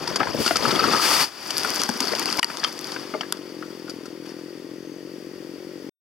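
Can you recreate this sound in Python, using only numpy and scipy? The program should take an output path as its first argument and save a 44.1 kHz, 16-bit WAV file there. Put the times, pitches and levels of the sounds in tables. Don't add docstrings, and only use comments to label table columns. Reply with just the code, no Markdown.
import sys
import numpy as np
from scipy import signal
from scipy.fft import rfft, irfft, next_fast_len
from scipy.io import wavfile
from scipy.ndimage import map_coordinates

SR = 44100
rng = np.random.default_rng(int(sys.argv[2]) if len(sys.argv) > 2 else 0)


def wav_out(sig):
    wavfile.write(sys.argv[1], SR, np.round(np.clip(np.atleast_2d(sig).T, -1, 1) * 32767).astype(np.int16))


N = 264688
TIME = np.arange(N) / SR

# freq_hz, level_db
BOUGH_EQ = [(25, -46), (140, -10), (240, -1.5), (360, 0), (700, -7), (2500, -63.5)]
TWIG_EQ = [(300, -29.5), (600, -7), (900, 1), (1280, 1), (2000, -5), (6000, -104)]
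BARK_EQ = [(900, -26.5), (2100, 2), (5400, 1), (10000, -22.5)]
NEEDLE_EQ = [(3000, -3), (6800, 2.5), (11500, 2), (16000, -10.5)]


def crown():
    level_db, bright_db = heaving()
    slide = np.clip(5.5 * bright_db, 0, 1)
    jerk_db = wobble(80) * (1 - .5 * slide)
    rub = .5 + 2 * slide
    boughs = crackle(BOUGH_EQ, 230, (140, 932), cycles=12.7, scatter_db=2, width=.52, bed=.5 * rub)
    twigs = crackle(TWIG_EQ, 450, (682, 2550), cycles=19.4, scatter_db=1, width=.25, bed=rub)
    bark = crackle(BARK_EQ, 1100, (1860, 7260), cycles=54, scatter_db=4.5, width=.19, bed=1.57 * rub)
    needles = crackle(NEEDLE_EQ, 600, (6080, 16000), cycles=5.5, scatter_db=-1.5, width=.8, bed=2 * rub)
    boughs *= amp(-.98 - 1.63 * bright_db + jerk_db)
    twigs *= amp(-.97 - .59 * bright_db + 2 * jerk_db)
    bark *= amp(-.72 - .091 * bright_db + 2 * jerk_db)
    needles *= amp(-6.5 + .86 * bright_db + 1.8 * jerk_db)
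    return amp(level_db) * (boughs + twigs + bark + needles)


# peak_s, hold_s, level_db, brightness_db, attack_s, release_s
CROWN_HEAVES = [(0.01, 0.38, -39, -3.5, 0.23, 0.19), (0.405, 0.1, -31.5, 6.5, 0.038, 0.21),
                (0.652, 0.32, -28.5, -2, 0.18, 0.066), (1.046, 0.18, -23, 5, 0.15, 0.051),
                (1.599, 0.23, -33, 1, 0.38, 0.2), (2.034, 0.33, -35, -0.24, 0.18, 0.62),
                (2.879, 0.052, -42.5, 0.5, 0.21, 0.48), (4.258, 0.042, -51.5, -1, 0.046, 0.11)]


def heaving(landed_s=1.88, sift_db=-41.5, fade_db_per_s=7):
    since = TIME - landed_s
    litter_power = amp(sift_db - fade_db_per_s * since) ** 2 * (since > 0) + 1e-12
    powers, brights = [litter_power], [0]
    for peak_s, hold_s, level_db, bright_db, attack_s, release_s in CROWN_HEAVES:
        before = np.maximum(peak_s - TIME, 0) / attack_s
        after = np.maximum(TIME - peak_s - hold_s, 0) / release_s
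        powers.append(amp(level_db - 19 * (before + after)) ** 2)
        brights.append(bright_db)
    total = np.sum(powers, axis=0)
    return 10 * np.log10(total), np.dot(brights, powers) / total


# start_s, pitch_hz, level_db, crack_db, tick_db, tear_s
STICK_SNAPS = [(.075, 930, -27.5, -2, -12, 0.0047), (.158, 1063, -25.5, 1, -8, 0.0069),
               (.462, 1320, -23.5, 0, -7, 0.0077), (0.478, 2870, -23.5, -2, -16.5, 0.0023),
               (.557, 1290, -22.5, -1, -15.5, 0.0068), (1.505, 3070, -30.5, 2, -2, 0.0032),
               (1.647, 1430, -22.5, -18, -11, 0.0052), (1.798, 5000, -30.5, 2, -5, .009),
               (1.89, 860, -23.5, -9.5, -7.5, 0.0032), (2.004, 904, -28.5, 4, 0.5, .0025),
               (2.387, 2200, -29, -3.5, -10, 0.0046), (2.394, 1060, -24, 0, -11.5, 0.0011),
               (2.429, 2400, -24, -9, -7, 0.0028), (2.639, 4860, -27.5, 2, -20, 0.0023),
               (2.645, 3340, -21.5, -6, -20, 0.0027), (3.209, 3100, -25.5, -10.5, -23.5, 0.0057),
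               (3.324, 3470, -27, -2, 2, 0.0012), (3.895, 1370, -45, 7, 1.5, 0.0078),
               (4.055, 1370, -43, -2, -7, 0.0075)]


def snaps():
    out = np.zeros((2, N))
    for start_s, pitch_hz, level_db, crack_db, tick_db, tear_s in STICK_SNAPS:
        thud_db = -15.5 + 16 * np.log2(tear_s / .0043)
        add(out, start_s, amp(level_db) * stick(pitch_hz, tear_s, thud_db, crack_db, tick_db))
    return out


# start_s, pitch_hz, level_db, thud_db
BOUGH_KNOCKS = [(.203, 1270, -19, -4), (.212, 780, -22.5, -2), (.23, 860, -22, -14), (.271, 1050, -26, -4),
                (.508, 698, -18.5, -7), (2.133, 590, -25, -6.5), (2.5, 1390, -32, -10),
                (2.633, 1700, -28, -12), (2.962, 1540, -30.5, -5), (3.138, 1210, -30, -6),
                (3.232, 1700, -34, -10), (3.625, 1300, -34.5, -10), (3.879, 1450, -41, -10)]


def knocks(contact_s=.0042):
    out = np.zeros((2, N))
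    for start_s, pitch_hz, level_db, thud_db in BOUGH_KNOCKS:
        knock = stick(pitch_hz, contact_s, thud_db, crack_db=-23, tick_db=-32.5)
        add(out, start_s, amp(level_db) * knock)
    return out


# start_s, level_db
TWIG_CLICKS = [(.569, -28), (1.633, -33), (1.817, -27.5), (1.835, -27), (2.151, -34), (2.257, -31.5),
               (2.326, -32.5), (2.444, -30.5), (2.571, -38), (2.727, -45), (2.778, -43), (2.791, -39.5),
               (2.871, -42), (2.919, -40), (3.371, -49)]


def clicks(centre_hz=4830, spread_oct=.5):
    out = np.zeros((2, N))
    variations = rng.uniform(-.83, 1, (len(TWIG_CLICKS), 2))
    for (start_s, level_db), (pitch, bright) in zip(TWIG_CLICKS, variations):
        pitch_hz, tilt_db = centre_hz * 2 ** (spread_oct * pitch), 3 * bright
        click = stick(pitch_hz, tear_s=.0015, thud_db=-np.inf, crack_db=-tilt_db, tick_db=tilt_db - 4.5)
        add(out, start_s, amp(level_db) * click)
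    return out


# freq_hz, level_db
WOOD_EQ = [(200, -30.5), (650, 8), (1400, 16.5), (3400, 2), (9000, -36)]
THUD_EQ = [(25, -32), (110, -20), (240, 0), (650, -5), (3000, -60)]
CRACK_EQ = [(1200, -13.5), (3200, 8), (5400, 12.5), (7500, 1.5), (14000, -31.5)]
TICK_EQ = [(3500, -22), (8000, 2.5), (11500, -0.5), (15000, -22)]


def stick(pitch_hz, tear_s, thud_db, crack_db, tick_db, size=4096):
    def hit(x):
        return unit(x) * np.sqrt(.01 * SR / size)

    def fibres(width, eq):
        grains = hiss(width, size) * volley * amp(3.7 * rng.standard_normal(size))
        return hit(colour(grains, eq))

    t = np.arange(size) / SR
    age = t / tear_s
    volley = np.exp(-(age / 1.72) ** 2) + amp(-22 - 60 * age / 14)
    envelope = amp(-60 * t * pitch_hz / 20) * (1 - np.exp(-2 * age))
    tone = envelope * np.sin(2 * np.pi * pitch_hz * t)
    ring = hit(fibres(.24, WOOD_EQ) + 1.1 * hit(tone))
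    thud = amp(thud_db) * hit(colour(hiss(.49, size) * amp(-60 * t / .049), THUD_EQ))
    crack = amp(crack_db) * fibres(.2, CRACK_EQ)
    tick = amp(tick_db) * fibres(.64, TICK_EQ)
    return ring + thud + crack + tick


# start_s, level_db
LOG_HITS = [(3.139, -26), (3.147, -20.5)]
# pitch_hz, level_db, t60_s
THICK_RING = [(954, -10.5, 0.063), (1370, -4.5, 0.019), (1875, -3, 0.034), (2980, -3, 0.02)]
THIN_RING = [(1230, 0, .026), (3110, 3.5, .022), (5050, -6.5, .024)]
LOG_RING = [(435, 1, .075), (622, 0, .07), (870, -1, .035), (1217, -5, .042), (2130, -7, .032)]


def branches(detune=.017):
    thick = struck([(2.4297, -11.5)], THICK_RING, detune)
    thin = struck([(2.6465, -14.5)], THIN_RING, detune)
    return thick + thin + struck(LOG_HITS, LOG_RING, detune)


# start_s, level_db
LIMB_HITS = [(.653, -18), (.793, -20), (.84, -16.5), (.935, -17.5), (.947, -16.5), (.996, -18),
             (1.112, -16.5)]
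# pitch_hz, level_db, t60_s
LIMB_RING = [(340, -8, 0.012), (936, 0.5, 0.032), (1290, 10.5, 0.023)]
# freq_hz, level_db
DRAG_EQ = [(750, -24), (1270, 6), (1400, -9.5), (1800, -26)]


def limb(start_s=.63, end_s=1.26, drag_db=-32.5):
    dragging = np.clip(np.minimum(TIME - start_s, end_s - TIME) / .03, 0, 1)
    chatter = crackle(DRAG_EQ, 200, (1100, 1410), cycles=34, scatter_db=3.5, width=.2, bed=.16)
    varispeed = np.cumsum(1 + .03 * wobble(14)) / SR
    chatter = np.array([np.interp(varispeed, TIME, side) for side in chatter])
    return struck(LIMB_HITS, LIMB_RING, detune=.029) + dragging * amp(drag_db) * chatter


# start_s, level_db
STEM_HITS = [(1.892, -12.5), (1.955, -21), (2.005, -18.5)]
# pitch_hz, level_db, t60_s
STEM_RING = [(246, 0, .1)]


def stem():
    return struck(STEM_HITS, STEM_RING, detune=.025)


# start_s, level_db
GROUND_THUMPS = [(.346, -21.5), (.386, -23.5), (.402, -18.5), (.728, -23), (.935, -24), (1.89, -27),
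                 (2.385, -29)]
# freq_hz, level_db
GROUND_EQ = [(25, -18), (100, -12), (220, 0), (580, -4), (1200, -35)]


def thumps(t60_s=.11):
    out, t = np.zeros((2, N)), np.arange(SR // 2) / SR
    for start_s, level_db in GROUND_THUMPS:
        push = hiss(.42, len(t)) * amp(level_db - 60 * t / t60_s)
        add(out, start_s, colour(push, GROUND_EQ))
    return out


# freq_hz, level_db
POP_EQ = [(2000, -11), (5500, 5.5), (8000, -5.5), (12000, 1), (15500, -6)]


def pops(start_s=1.4, end_s=2.95):
    crown_db, _ = heaving()
    ticks = crackle(POP_EQ, 260, (4200, 12000), cycles=7, scatter_db=4, width=.6, bed=0)
    spurts = unit(amp(6 * wobble(70)) * ticks)
    return (TIME > start_s) * (TIME < end_s) * amp(crown_db - 3) * spurts


# freq_hz, level_db
SHUDDER_EQ = [(25, -13), (150, 2), (210, -10), (450, -34)]


def shudder(end_s=.97, level_db=-44.5, lumps_db=5.5):
    falling = np.clip((end_s - TIME) / .03, 0, 1)
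    return falling * amp(level_db + lumps_db * wobble(32)) * unit(colour(hiss(1), SHUDDER_EQ))


# time_s, firing_rate_hz
SAW_SPEED = [(2.5, 46.5), (3.35, 47.4), (3.6, 43.6), (3.85, 42.5), (4.2, 41.9), (4.9, 44.4), (5.15, 46.3),
             (5.4, 44.3), (5.8, 46.2)]
# time_s, level_db
SAW_LEVEL = [(2.3, -58.5), (2.55, -48.5), (2.8, -40.5), (3.3, -38), (5.85, -38)]
# freq_hz, level_db
MUFFLER_EQ = [(20, -70), (85, -39.5), (128, -10), (215, -3.5), (300, 7.5), (400, -2), (520, -5.5),
              (670, -30), (2000, -79.5)]
RATTLE_EQ = [(300, -3), (700, -15), (1720, 3), (1890, 19), (2080, 6), (15000, -28)]


def chainsaw(limp_turns=.031, second_delay_s=.00577, second_gain=.52, weak_pitch=1.159):
    def puffs(share):
        sizes = np.concatenate([share * amp(1.8 * strength), share * second_gain])
        samples = (np.concatenate([first_s, second_s]) * SR).astype(int)
        return np.bincount(samples, sizes, N)[None, :N]

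    turns = np.cumsum(automation(SAW_SPEED)) / SR
    turn = np.arange(1, int(turns[-1]))
    burn, jitter, lag = rng.standard_normal((len(turn), 3)).T
    strength = np.tanh((-1) ** turn + 1.48 * burn + .083)
    first_s = np.interp(turn + limp_turns / 2 * strength + .0021 * jitter, turns, TIME)
    second_s = first_s + second_delay_s + .00059 * lag
    thin_eq = [(hz * weak_pitch, db) for hz, db in MUFFLER_EQ]
    full = colour(puffs((1 + strength) / 2), MUFFLER_EQ)
    weak = colour(puffs((1 - strength) / 2), thin_eq)
    rattle = unit(colour(hiss(.44) * amp(2 * np.cos(2 * np.pi * turns)), RATTLE_EQ))
    return amp(automation(SAW_LEVEL)) * (unit(full + weak) + amp(-21.5) * rattle)


def trunk_echo(x, t60_s=.2):
    t = np.arange(SR // 2) / SR
    scatter = rng.standard_normal((2, len(t))) * amp(-60 * t / t60_s)
    tail = colour(scatter, [(1500, 2.5), (14000, -22)])
    return signal.fftconvolve(x, tail / np.linalg.norm(tail[0]), axes=1)[:, :N]


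# freq_hz, level_db
AIR_EQ = [(25, -30), (90, 5.5), (900, 3.5), (5500, -4), (7500, -9.5), (16000, -13)]


def forest_air():
    return amp(-50 + 1.1 * wobble(2.9)) * unit(colour(hiss(.54), AIR_EQ))


def bird(middle_s=4.89, half_length_s=.12, top_hz=6230, notes_per_s=38, level_db=-54):
    arch = ((TIME - middle_s) / half_length_s) ** 2
    notes = np.exp(-arch) * np.sin(np.pi * notes_per_s * TIME) ** 2
    pitch_hz = top_hz - 150 * np.minimum(arch, 2) + 110 * wobble(300)
    return amp(level_db) * notes * np.sin(2 * np.pi * np.cumsum(pitch_hz) / SR)


def dip(start_s=2.396, attack_s=.0025, release_s=.046):
    since = np.maximum(TIME - start_s, 0)
    return amp(-25.5 * (1 - np.exp(-since / attack_s)) * np.exp(-since / release_s))


def crackle(eq, per_s, range_hz, cycles, scatter_db, width, bed):
    low_hz, high_hz = range_hz
    count = int(per_s * N / SR)
    when, pitch, size, side = rng.random((count, 4)).T
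    hz = low_hz * (high_hz / low_hz) ** pitch[:, None]
    t = np.arange(int(SR * cycles / low_hz) + 2) / SR
    rings = np.sin(2 * np.pi * hz * t) * amp(-60 * t * hz / cycles) * hz
    rings *= amp(-scatter_db * np.log(1 - .98 * size))[:, None] * rng.choice([-1, 1], (count, 1))
    starts = ((np.arange(count) + 2 * when) * N / count).astype(int)
    index = (starts[:, None] + np.arange(len(t))).ravel()
    pan = width * np.sqrt(3) * (2 * side[:, None] - 1)
    contacts = np.array([np.bincount(index, (rings * gain).ravel(), N)[:N] for gain in (1 + pan, 1 - pan)
                         ])
    rubbing = bed * unit(colour(hiss(width), eq))
    return (unit(colour(contacts, eq)) + rubbing) / np.sqrt(1 + bed ** 2)


def struck(hits, modes, detune, width=.092, size=16384):
    out, t = np.zeros((2, N)), np.arange(size) / SR
    for start_s, level_db in hits:
        for hz, mode_db, t60_s in modes:
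            pitch, strength, side = rng.standard_normal(3)
            phase = 2 * np.pi * hz * (1 + detune * pitch) * t + width * side * np.array([[1], [-1]])
            envelope = amp(level_db + mode_db + 2 * strength - 60 * t / t60_s) * (1 - np.exp(-t * hz))
            add(out, start_s, envelope * np.sin(phase))
    return out


def amp(db):
    return 10 ** (np.asarray(db) / 20)


def unit(x):
    return x / np.sqrt(np.mean(x ** 2) + 1e-20)


def along(points, hz):
    freqs, values = np.transpose(points)
    return np.interp(np.log(hz + 1), np.log(freqs + 1), values)


def automation(points):
    return np.interp(TIME, *np.transpose(points))


def wobble(per_s):
    return map_coordinates(rng.standard_normal(int(N * per_s / SR) + 4), [TIME * per_s])


def colour(x, eq, size=2048):
    cepstrum = irfft(np.log(amp(along(eq, np.fft.rfftfreq(size, 1 / SR)))))
    cepstrum[1:size // 2] *= 2
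    cepstrum[size // 2 + 1:] = 0
    impulse = irfft(np.exp(rfft(cepstrum)))
    impulse /= np.linalg.norm(impulse)
    return signal.fftconvolve(x, impulse[None], axes=1)[:, :x.shape[1]]


def hiss(width, count=N):
    mid, side = rng.standard_normal((2, count))
    return np.array([mid + width * side, mid - width * side])


def add(out, start_s, sound):
    part = out[:, round(start_s * SR):][:, :sound.shape[1]]
    part += sound[:, :part.shape[1]]


def scene():
    hits = snaps() + clicks() + knocks() + branches() + limb() + stem()
    bed = crown() + pops() + thumps() + amp(-18) * trunk_echo(hits)
    bed += chainsaw() + forest_air() + bird() + shudder()
    return hits + dip() * bed


# freq_hz, level_db
PORT_EQ = [(25, -10.5), (80, 0), (3600, 0.5), (4050, -6.5), (4300, 1), (4600, 10.5), (5000, 6.5), (5800, 2),
           (6800, -0.5)]
# freq_hz, left_lead_rad
PORT_LEAD = [(4100, -0.21), (5000, -1.7), (5700, -0.69)]
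# freq_hz, left_over_right_db
PORT_LEAN = [(4400, 7.3), (8000, 2.8)]


def record(dry, top_hz=15900, stop_s=5.895):
    size = next_fast_len(N + SR // 2)
    hz = np.fft.rfftfreq(size, 1 / SR)
    lean, turn = amp(along(PORT_LEAN, hz)), np.exp(.5j * along(PORT_LEAD, hz))
    ports = np.array([lean * turn, 1 / turn]) * 2 / (1 + lean)
    sound = irfft(rfft(colour(dry, PORT_EQ), size) * ports, size)
    sound = np.tanh(sound * amp(.5)) * (np.arange(size) < stop_s * SR)
    return irfft(rfft(sound) * (hz < top_hz), size)[:, :N]


dry = scene()
out = record(dry)
wav_out(out)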